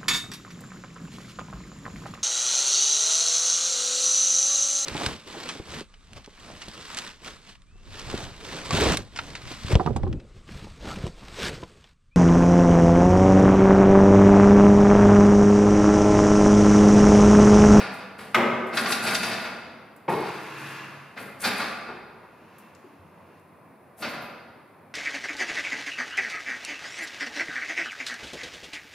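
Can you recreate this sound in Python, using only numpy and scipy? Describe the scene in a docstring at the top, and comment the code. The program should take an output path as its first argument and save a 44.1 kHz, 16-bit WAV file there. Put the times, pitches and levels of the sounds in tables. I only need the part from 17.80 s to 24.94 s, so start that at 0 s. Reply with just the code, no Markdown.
"""Iron engine in a workshop

A big single-cylinder engine rocks slowly against the air squeezed inside it. Air wheezes and chuffs
through the valve ports and a leak hisses thinly. The linkage clanks, small parts tick, weight thumps
onto the engine's bed and the bearings knock. The hall draws every sound out over its steady hum."""
import sys
import numpy as np
from scipy import signal
from scipy.fft import rfft, irfft, next_fast_len
from scipy.io import wavfile
from scipy.ndimage import uniform_filter1d

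SR = 44100
rng = np.random.default_rng(int(sys.argv[2]) if len(sys.argv) > 2 else 0)


def to_wav(s):
    """Save 16-bit WAV."""
    ch = np.atleast_2d(s).T  # columns
    pcm = np.round(np.clip(ch, -1, 1) * 32767)  # PCM
    wavfile.write(sys.argv[1], SR, pcm.astype(np.int16))


N = 314874


def gain_of(db):
    """Turns decibels into a number to multiply by."""
    return 10 ** (np.asarray(db) / 20)


def evened(x):
    """Scales a signal to an average strength (rms) of 1."""
    return x / np.sqrt(np.mean(x ** 2) + 1e-20)


def read(points, hz):
    """Looks up the value at a pitch, sliding between a table's rows."""
    pitches, values = np.transpose(points)
    return np.interp(np.log(hz + 1), np.log(pitches + 1), values)


def coloured(x, colour):
    """Turns each pitch in x up or down by the factor colour(hz)."""
    size = next_fast_len(x.shape[-1])
    return irfft(rfft(x, size) * colour(np.fft.rfftfreq(size, 1 / SR)), size)[..., :x.shape[-1]]


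def noise(colour, size=N):
    """Random noise of strength 1 in the given tone colour."""
    return evened(coloured(rng.standard_normal(size), colour))


def curve(points):
    """A tone colour drawn through rows of pitch_hz, level_db."""
    return lambda hz: gain_of(read(points, hz))


def resonant(peaks, body, body_db):
    """A tone colour with peaks standing out of a broad body."""
    def colour(hz):
        peak_power = sum(gain_of(2 * db) / (1 + (2 * (hz - pitch) / width) ** 2) ** 2
                         for pitch, width, db in peaks)
        return np.sqrt(gain_of(read(body, hz) + body_db) ** 2 + peak_power)
    return colour


def wobble(ms):
    """A random wobble of strength 1 that changes within about ms milliseconds."""
    size = max(round(ms * SR / 1000), 2)
    return evened(uniform_filter1d(uniform_filter1d(rng.standard_normal(N), size), size))


def swell(start, rise, hold, fade_db_per_s):
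    """Power that swells, holds, then fades away."""
    t = np.arange(N) / SR - start
    rising = np.clip(t / max(rise, .002), 0, 1) ** 2
    return (rising * gain_of(-fade_db_per_s * np.maximum(t - rise - hold, 0))) ** 2


def ring(notes, t, swell_s=0.04):
    """Ringing iron: tones swell in and die. Here and below, decay_s is the time to fall 60 dB."""
    tones = sum(gain_of(db - 60 * t / decay_s) * np.sin(2 * np.pi * hz * t) for hz, db, decay_s in notes)
    return tones * (1 - np.exp(-t / swell_s))


def add(mix, start_s, sound):
    """Mixes a sound in at its start time."""
    part = mix[round(start_s * SR):][:len(sound)]
    part += sound[:len(part)]


# Pitches the valve ports favour: pitch_hz, width_hz, level_db
PORT_PEAKS = [(695, 45, -6.5), (1180, 57, -3.5), (1414, 150, -3.5), (1604, 220, -7.5), (2195, 300, -11),
              (2565, 167, -6), (3770, 410, -16.5), (4470, 150, -21.5), (4724, 270, -15.5),
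              (5370, 140, -21.5)]
# The rush of air between those peaks: pitch_hz, level_db
PORT_RUSH = [(180, -20), (300, -5.5), (675, -1.5), (923, -0.5), (1420, 2), (2540, -2.5), (3010, -7.5),
             (4610, -8.5), (7370, -27.5), (9000, -33), (11700, -41), (19800, -120)]
PORT_COLOUR = resonant(PORT_PEAKS, PORT_RUSH, body_db=-7)
# Tone of the shaking frame: pitch_hz, level_db
FRAME_RUMBLE = [(20, -18), (40, -11), (65, -6), (90, -25.5), (113, 1), (151, -2.5), (230, 5.5), (320, -5),
                (700, 1), (1000, -7.5), (1600, -92)]
# Pushes of the piston: start_s, rise_s, hold_s, fade_db_per_s, air_db, rumble_db
PUSHES = [(0.0, 0.0014, 0.0033, 135, -30, -33.5), (0.17, 0.046, 0.0086, 300, -46.5, -59),
          (0.381, .01, 0.0042, 114, -42.5, -44.5), (0.9, 0.044, 0.043, 63, -35, -37),
          (1.039, 0.078, 0.006, 221, -29.5, -38), (1.202, 0.04, 0.12, 502, -31.5, -37.5),
          (1.39, 0.086, 0.0046, 65, -35, -38), (2.28, 0.028, 0.19, 65, -41.5, -56.5),
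          (2.7, .12, 0.097, 38, -49.5, -53.5), (3.354, 0.018, 0.0044, 117, -43, -44.5),
          (3.59, 0.074, .005, 168, -28, -33.5), (3.732, 0.079, .005, 150, -31.5, -53),
          (6.161, 0.095, 0.0043, 283, -38.5, -36.5)]

def wheezes():
    """Each push of the piston drives swirling air through the ports and shakes the frame."""
    air_power, rumble_power = sum(swell(*row[:4]) * gain_of(row[4:])[:, None] ** 2 for row in PUSHES)
    swirl = rng.standard_normal(N) * gain_of(1.37 * wobble(ms=7.6))
    air = evened(coloured(swirl, PORT_COLOUR))
    return np.sqrt(air_power) * air + np.sqrt(rumble_power) * noise(curve(FRAME_RUMBLE))


# Hiss of a wide gap: pitch_hz, level_db
WIDE_GAP = [(5000, -7), (7000, -2.5), (9000, 0.5), (10500, 3.5), (12000, -8.5), (15500, -23)]
# Faint whistles in that hiss: pitch_hz, width_hz, level_db
GAP_WHISTLES = [(9030, 180, 7), (10100, 150, -7.5), (11700, 140, 2.5)]
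# Brighter hiss of a narrow gap: pitch_hz, level_db
NARROW_GAP = [(8000, -25), (10500, 3), (12500, 5), (13800, 6), (15500, -11)]
# Puffs of the leak: start_s, rise_s, hold_s, fade_db_per_s, level_db, brightness (0 to 1)
LEAK_PUFFS = [(0.0, 0.0014, .005, 200, -52, 0.03), (0.073, 0.073, .005, 195, -56.5, .2),
              (0.377, .012, .005, 92.5, -54.5, 0.15), (0.921, 0.04, .03, 170, -38, .1),
              (1.028, 0.091, 0.0056, 234, -35, 0.12), (1.193, 0.044, 0.12, 201, -39.5, 0.1),
              (1.405, 0.026, 0.039, 97, -44.5, 0.1), (1.585, 0.033, .01, 152, -56, .4),
              (2.284, 0.013, 0.008, 151.5, -49.5, .3), (2.33, 0.033, 0.21, 23, -60, 0.26),
              (2.65, 0.15, 0.09, 58, -58, .3), (3.363, .04, .005, 130, -52.5, .4),
              (3.584, 0.036, .01, 200, -40, 0.12), (3.635, 0.018, .01, 260, -38, 0.3),
              (3.705, 0.077, .005, 100, -48, 0.16), (6.157, 0.035, .03, 202, -52, 0.44),
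              (6.27, 0.022, .02, 151, -56, 0.4), (6.4, 0.026, .005, 293, -55, 0.93)]

def leak():
    """Air escapes in fluttering puffs; brighter ones use more of the narrow gap."""
    narrow_power = wide_power = 0
    for *timing, db, brightness in LEAK_PUFFS:
        power = swell(*timing) * gain_of(db) ** 2
        narrow_power += power * brightness
        wide_power += power * (1 - brightness)
    wide = np.sqrt(wide_power) * noise(resonant(GAP_WHISTLES, WIDE_GAP, body_db=0))
    narrow = np.sqrt(narrow_power) * noise(curve(NARROW_GAP))
    return (wide + narrow) * gain_of(1.9 * wobble(ms=5.4))


# Tone of the workshop's hum: pitch_hz, level_db
SHOP_HUM = [(15, -80.5), (25, -34), (69, -36.5), (86, -4.5), (119, -10.5), (152, -3.5), (365, -8),
            (618, -8), (838, -10.5), (1010, -7.5), (1390, -16.5), (2560, -23), (3200, -41), (4160, -72.5),
            (7040, -120)]
# Tone of the faint background hiss: pitch_hz, level_db
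FAINT_HISS = [(1760, -32), (3000, -4), (3350, 1), (4320, -1), (5920, -8), (6610, -10), (8350, -8),
              (9780, 0.5), (15500, -6)]
HUM_DB, HISS_DB = -53.5, -73.5

def hum():
    """The shop's hum, drifting a little, and a steady hiss, for the middle and the sides."""
    shop = gain_of(HUM_DB) * noise(curve(SHOP_HUM), (2, N))
    hiss = gain_of(HISS_DB) * noise(curve(FAINT_HISS), (2, N))
    return shop * gain_of(.7 * wobble(ms=90)) + hiss


# Pitches the linkage favours: pitch_hz, width_hz, level_db
LINKAGE_PEAKS = [(242, 35, 1), (524, 173, 1), (809, 25, -16), (1049, 9.9, -3.5), (1290, 72, -2),
                 (1499, 77, -8.5), (2103, 150, -6), (3500, 54, -25)]
# Broad tone of its rattle: pitch_hz, level_db
LINKAGE_TONE = [(47, -64), (80, -31), (109, -10.5), (234, -4.5), (318, -11.5), (363, 2), (833, -7),
                (1010, -4.5), (2400, -15.5), (3200, -23), (5980, -39), (15000, -47)]
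# Notes of the flywheel: pitch_hz, level_db, decay_s
FLYWHEEL_NOTES = [(233, 9.5, 1.3), (410, -15, 0.96), (479, 2.5, 0.34), (960, -20, 0.57), (1257, -0.5, 0.45),
                  (1635, -7.5, 0.74), (1960, -7.5, 0.9)]
# Clanks of the linkage: start_s, crack_db, rattle_db, rattle_decay_s, ring_db
LINKAGE_CLANKS = [(0.388, -42, -59, 0.16, -81), (0.392, -35.5, -48, 0.12, -71.5),
                  (0.5446, -8.5, -16, 0.45, -37), (3.374, -37, -39, 0.46, -70.5)]

def clanks():
    """The linkage cracks sharply; its joints rattle on, the bass blooms later and the flywheel rings."""
    out, t = np.zeros(N), np.arange(32768) / SR
    click = signal.unit_impulse(512, 140)
    crack = coloured(click, lambda hz: np.exp(-(np.log((hz + 1) / 1750) / .38) ** 2))
    clatter = 1 + 4.4 * np.exp(-t / 0.0091)  # the first bounces are the hardest
    for start_s, crack_db, rattle_db, decay_s, ring_db in LINKAGE_CLANKS:
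        joints = noise(resonant(LINKAGE_PEAKS, LINKAGE_TONE, body_db=0.92), len(t))
        bass = coloured(joints, lambda hz: 1 / (1 + (hz / 1200) ** 4))
        treble = (joints - bass) * clatter * (1 - np.exp(-t / 0.00099))
        rattle = treble + bass * (1 - np.exp(-(t / 0.025) ** 2))
        add(out, start_s, gain_of(crack_db) * crack / abs(crack).max())
        add(out, start_s, gain_of(rattle_db - 60 * t / decay_s) * rattle)
        add(out, start_s, gain_of(ring_db) * ring(FLYWHEEL_NOTES, t))
    return out


# Light ticks of loose parts: start_s, level_db, pitch_hz, decay_s
PART_TICKS = [(0.869, -60.5, 8900, 0.36), (2.163, -61.5, 11000, 0.12), (4.784, -57, 11900, 0.14),
              (4.95, -59.5, 5000, 0.056), (5.596, -74, 8950, 0.071)]

def ticks():
    """Small loose parts touch: a crisp start and a short fizz."""
    out, t = np.zeros(N), np.arange(4096) / SR
    crisp_start = 1 + 1.15 * np.exp(-t / 0.0021)
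    for start_s, db, pitch_hz, decay_s in PART_TICKS:
        fizz = noise(lambda hz: np.exp(-(np.log((hz + 1) / pitch_hz) / 0.65) ** 2), len(t))
        add(out, start_s, gain_of(db - 60 * t / decay_s) * fizz * crisp_start)
    return out


# Notes of the valve, relative to its chuff: pitch_hz, level_db, decay_s
VALVE_NOTES = [(1431, -4, 0.15), (2605, -13.5, .15), (4740, -13.5, .1)]
# Chuffs of air: start_s, level_db, rise_s, length_s, brightness_db_per_octave
AIR_CHUFFS = [(0.9684, -19.5, 0.0032, 0.026, 2.5), (1.054, -22.5, 0.0058, 0.023, 1.5),
              (1.115, -18, 0.0082, 0.018, 7.5), (1.256, -25, 0.011, 0.052, 4.5),
              (1.342, -20, .007, 0.018, 11), (1.4286, -26.5, 0.0037, 0.033, 4.5),
              (1.505, -32, 0.0077, 0.054, 4.5), (1.641, -32, 0.0073, 0.045, -0.5),
              (3.636, -22.5, 0.0063, 0.039, 4), (3.797, -31.5, 0.0041, 0.061, -0.5),
              (4.077, -34, .01, 0.031, -7), (6.218, -30.5, 0.0058, 0.063, 1), (6.262, -44, .005, 0.028, 9),
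              (6.332, -38, 0.0023, 0.084, -2)]

def chuffs():
    """A valve rings as it lets a short burst of air out through the ports."""
    out, t = np.zeros(N), np.arange(8192) / SR
    for start_s, db, rise_s, length_s, brightness in AIR_CHUFFS:
        burst = noise(lambda hz: PORT_COLOUR(hz) * gain_of(brightness * np.log2((hz + 50) / 2000)), len(t))
        shape = (1 - np.exp(-(t / rise_s) ** 2)) * np.exp(-(t / length_s) ** 1.64)
        add(out, start_s, gain_of(db) * (shape * burst + ring(VALVE_NOTES, t, rise_s)))
    return out


# Pitches the bed (the engine's base) favours: pitch_hz, width_hz, level_db
BED_PEAKS = [(150, 37, -28), (416, 380, 1.5), (890, 330, 2), (1610, 18, -33.5), (1880, 130, -12),
             (2176, 98, -9), (2450, 290, -17.5)]
# Broad tone of the bed: pitch_hz, level_db
BED_TONE = [(35, -58), (60, -21), (143, 9), (303, -6), (396, 9.5), (561, -7), (857, -4), (1260, -10),
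            (4850, -39), (6000, -47), (7800, -61), (13200, -120)]
# Notes of the bed after a landing: pitch_hz, level_db, decay_s
BED_NOTES = [(145.7, -8, 0.91), (353.6, 0.5, 0.57), (390.5, 12, 0.2)]
# Thumps: start_s, landing_db, judder_db, judder_length_s, brightness_db_per_octave
BED_THUMPS = [(2.279, -26.5, -23.5, 0.243, 2), (4.096, -46, -59, 0.018, 1), (4.429, -56, -51, 0.04, 4)]

def thumps():
    """The weight lands on the bed, which judders for a moment and rings."""
    out, t = np.zeros(N), np.arange(SR) / SR
    bed = resonant(BED_PEAKS, BED_TONE, body_db=-1.5)
    for start_s, landing_db, judder_db, length_s, brightness in BED_THUMPS:
        landing = gain_of(landing_db) * t / 0.008 * np.exp(1 - t / 0.011)
        judder = gain_of(judder_db - 49 * t) * (1 - np.exp(-t / 0.0034))
        judder *= np.clip((length_s - t) / 0.018, 0, 1)
        thud = noise(lambda hz: bed(hz) * gain_of(brightness * np.log2((hz + 50) / 400)), len(t))
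        add(out, start_s, np.hypot(landing, judder) * thud + gain_of(landing_db) * ring(BED_NOTES, t))
    return out


def loudness(rows):
    """Joins rows of time_s, level_db into a volume curve that fades in and out at the ends."""
    t = np.arange(N) / SR
    times, db = np.transpose(rows)
    fade = np.clip(np.minimum((t - times[0]) / 0.004, (times[-1] - t) / 0.0093), 0, 1)
    return fade * gain_of(np.interp(t, times, db))


# Pitches the inlet pipe favours: pitch_hz, width_hz, level_db
INLET_PEAKS = [(143.6, 5.5, 7), (324, 24, 0.5), (1060, 120, -10), (1700, 51, -6), (2110, 78, -13),
               (2590, 390, -7), (2770, 44, -8)]
# Broad tone of the air in it: pitch_hz, level_db
INLET_TONE = [(53, -38), (90, -15), (139, -0.5), (250, -60), (322, -12), (731, -36), (877, -2.5),
              (1600, -4), (7000, -25), (9100, -43), (15400, -120)]
# One slow stroke drawing air in: time_s, level_db
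INTAKE_STROKE = [(2.45, -44), (2.6, -45.5), (2.8, -42), (3.0, -42), (3.1, -51.5), (3.3, -59)]
# A faint rush while the shaft coasts: time_s, level_db
COASTING_RUSH = [(4.3, -68.5), (4.45, -68.5), (4.6, -62.5), (4.72, -60.5), (4.8, -57), (4.919, -64),
                 (5.1, -66.5), (5.3, -69), (5.601, -64)]

def intake():
    """A long breath through the inlet pipe, then a far weaker one while the shaft coasts."""
    breath = noise(resonant(INLET_PEAKS, INLET_TONE, body_db=-3.5))
    return (loudness(INTAKE_STROKE) + loudness(COASTING_RUSH)) * breath


# Soft, low knocks while the shaft coasts: start_s, level_db, pitch_hz
BEARING_KNOCKS = [(4.784, -48.5, 212), (4.84, -46.5, 221), (5.041, -36.5, 374), (5.062, -42, 288),
                  (5.133, -43, 280), (5.19, -45, 93), (5.245, -43, 159.6)]
KNOCK_RISE_S, KNOCK_CYCLES = 0.0042, 31  # a knock falls 60 dB in this many vibrations

def knocks():
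    """Slack in the bearings closes up with a dull, short note."""
    out, t = np.zeros(N), np.arange(16384) / SR
    for start_s, db, hz in BEARING_KNOCKS:
        shape = (1 - np.exp(-(t / KNOCK_RISE_S) ** 2)) * gain_of(db - 60 * t * hz / KNOCK_CYCLES)
        add(out, start_s, shape * np.sin(2 * np.pi * hz * t))
    return out


# How long the hall echoes: pitch_hz, decay_s
ECHO_DECAY = [(100, 1.86), (400, 1.67), (1500, 1.4), (4000, 1.15), (8000, 0.78), (14000, 0.63)]
# How loud the echo is next to the direct sound: pitch_hz, level_db
ECHO_LEVEL = [(100, 4), (500, 1.5), (2000, 0), (5000, -3), (10000, -6.5)]

def hall(x):
    """Many reflections blur into an echo, for the middle and the sides; high pitches die first."""
    delay, spacing = 200, 20  # samples
    reflections = np.zeros((2, 2 * SR))
    slots = np.arange(delay, 2 * SR - spacing, spacing)
    arrivals = slots + rng.integers(0, spacing, (2, len(slots)))
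    np.put_along_axis(reflections, arrivals, rng.choice([-1., 1.], arrivals.shape), 1)
    hz, t, bands = signal.stft(reflections, SR, nperseg=256)
    bands *= gain_of(-60 * t / read(ECHO_DECAY, hz)[:, None])
    bands /= np.linalg.norm(bands[0], axis=1)[:, None]  # the same energy in every band
    tail = signal.istft(bands, SR, nperseg=256)[1]
    tail[:, :delay] = 0
    tail = coloured(tail / np.linalg.norm(tail[0]), curve(ECHO_LEVEL))
    return signal.fftconvolve(x[None], tail, axes=1)[:, :N]


# Stereo width, as how far the sides are turned down: pitch_hz, level_db
SIDE_LEVEL = [(60, -12), (150, -14.5), (380, -12), (950, -8), (2380, -12.5), (5980, -1.5), (15000, -1)]

def scene():
    """The engine stands in the middle; near reflections, echo and hum fill the sides."""
    low_cut = signal.butter(2, 91, "high", fs=SR, output="sos")  # thins the deep bass of engine and bed
    engine = signal.sosfilt(low_cut, wheezes() + leak() + clanks() + ticks() + chuffs() + intake())
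    bed = signal.sosfilt(low_cut, thumps() + knocks())
    direct = engine + bed
    near = rng.standard_normal(800) * np.exp(-np.arange(800) / 50)  # scatter off the benches close by
    middle, side = hall(engine + 0.34 * bed) + hum()  # the bed sends more into the floor than the hall
    side += 0.81 * signal.oaconvolve(direct, near / np.linalg.norm(near))[:N]
    side = coloured(side, curve(SIDE_LEVEL))
    return np.array([direct + middle + side, direct + middle - side])


TREBLE_LIMIT_HZ = 15650

def record(dry):
    """Cuts off the very highest treble."""
    high_cut = signal.firwin(511, TREBLE_LIMIT_HZ, window=("kaiser", 9), fs=SR)
    return signal.oaconvolve(dry, high_cut[None], "same")


dry = scene()
out = record(dry)
to_wav(out)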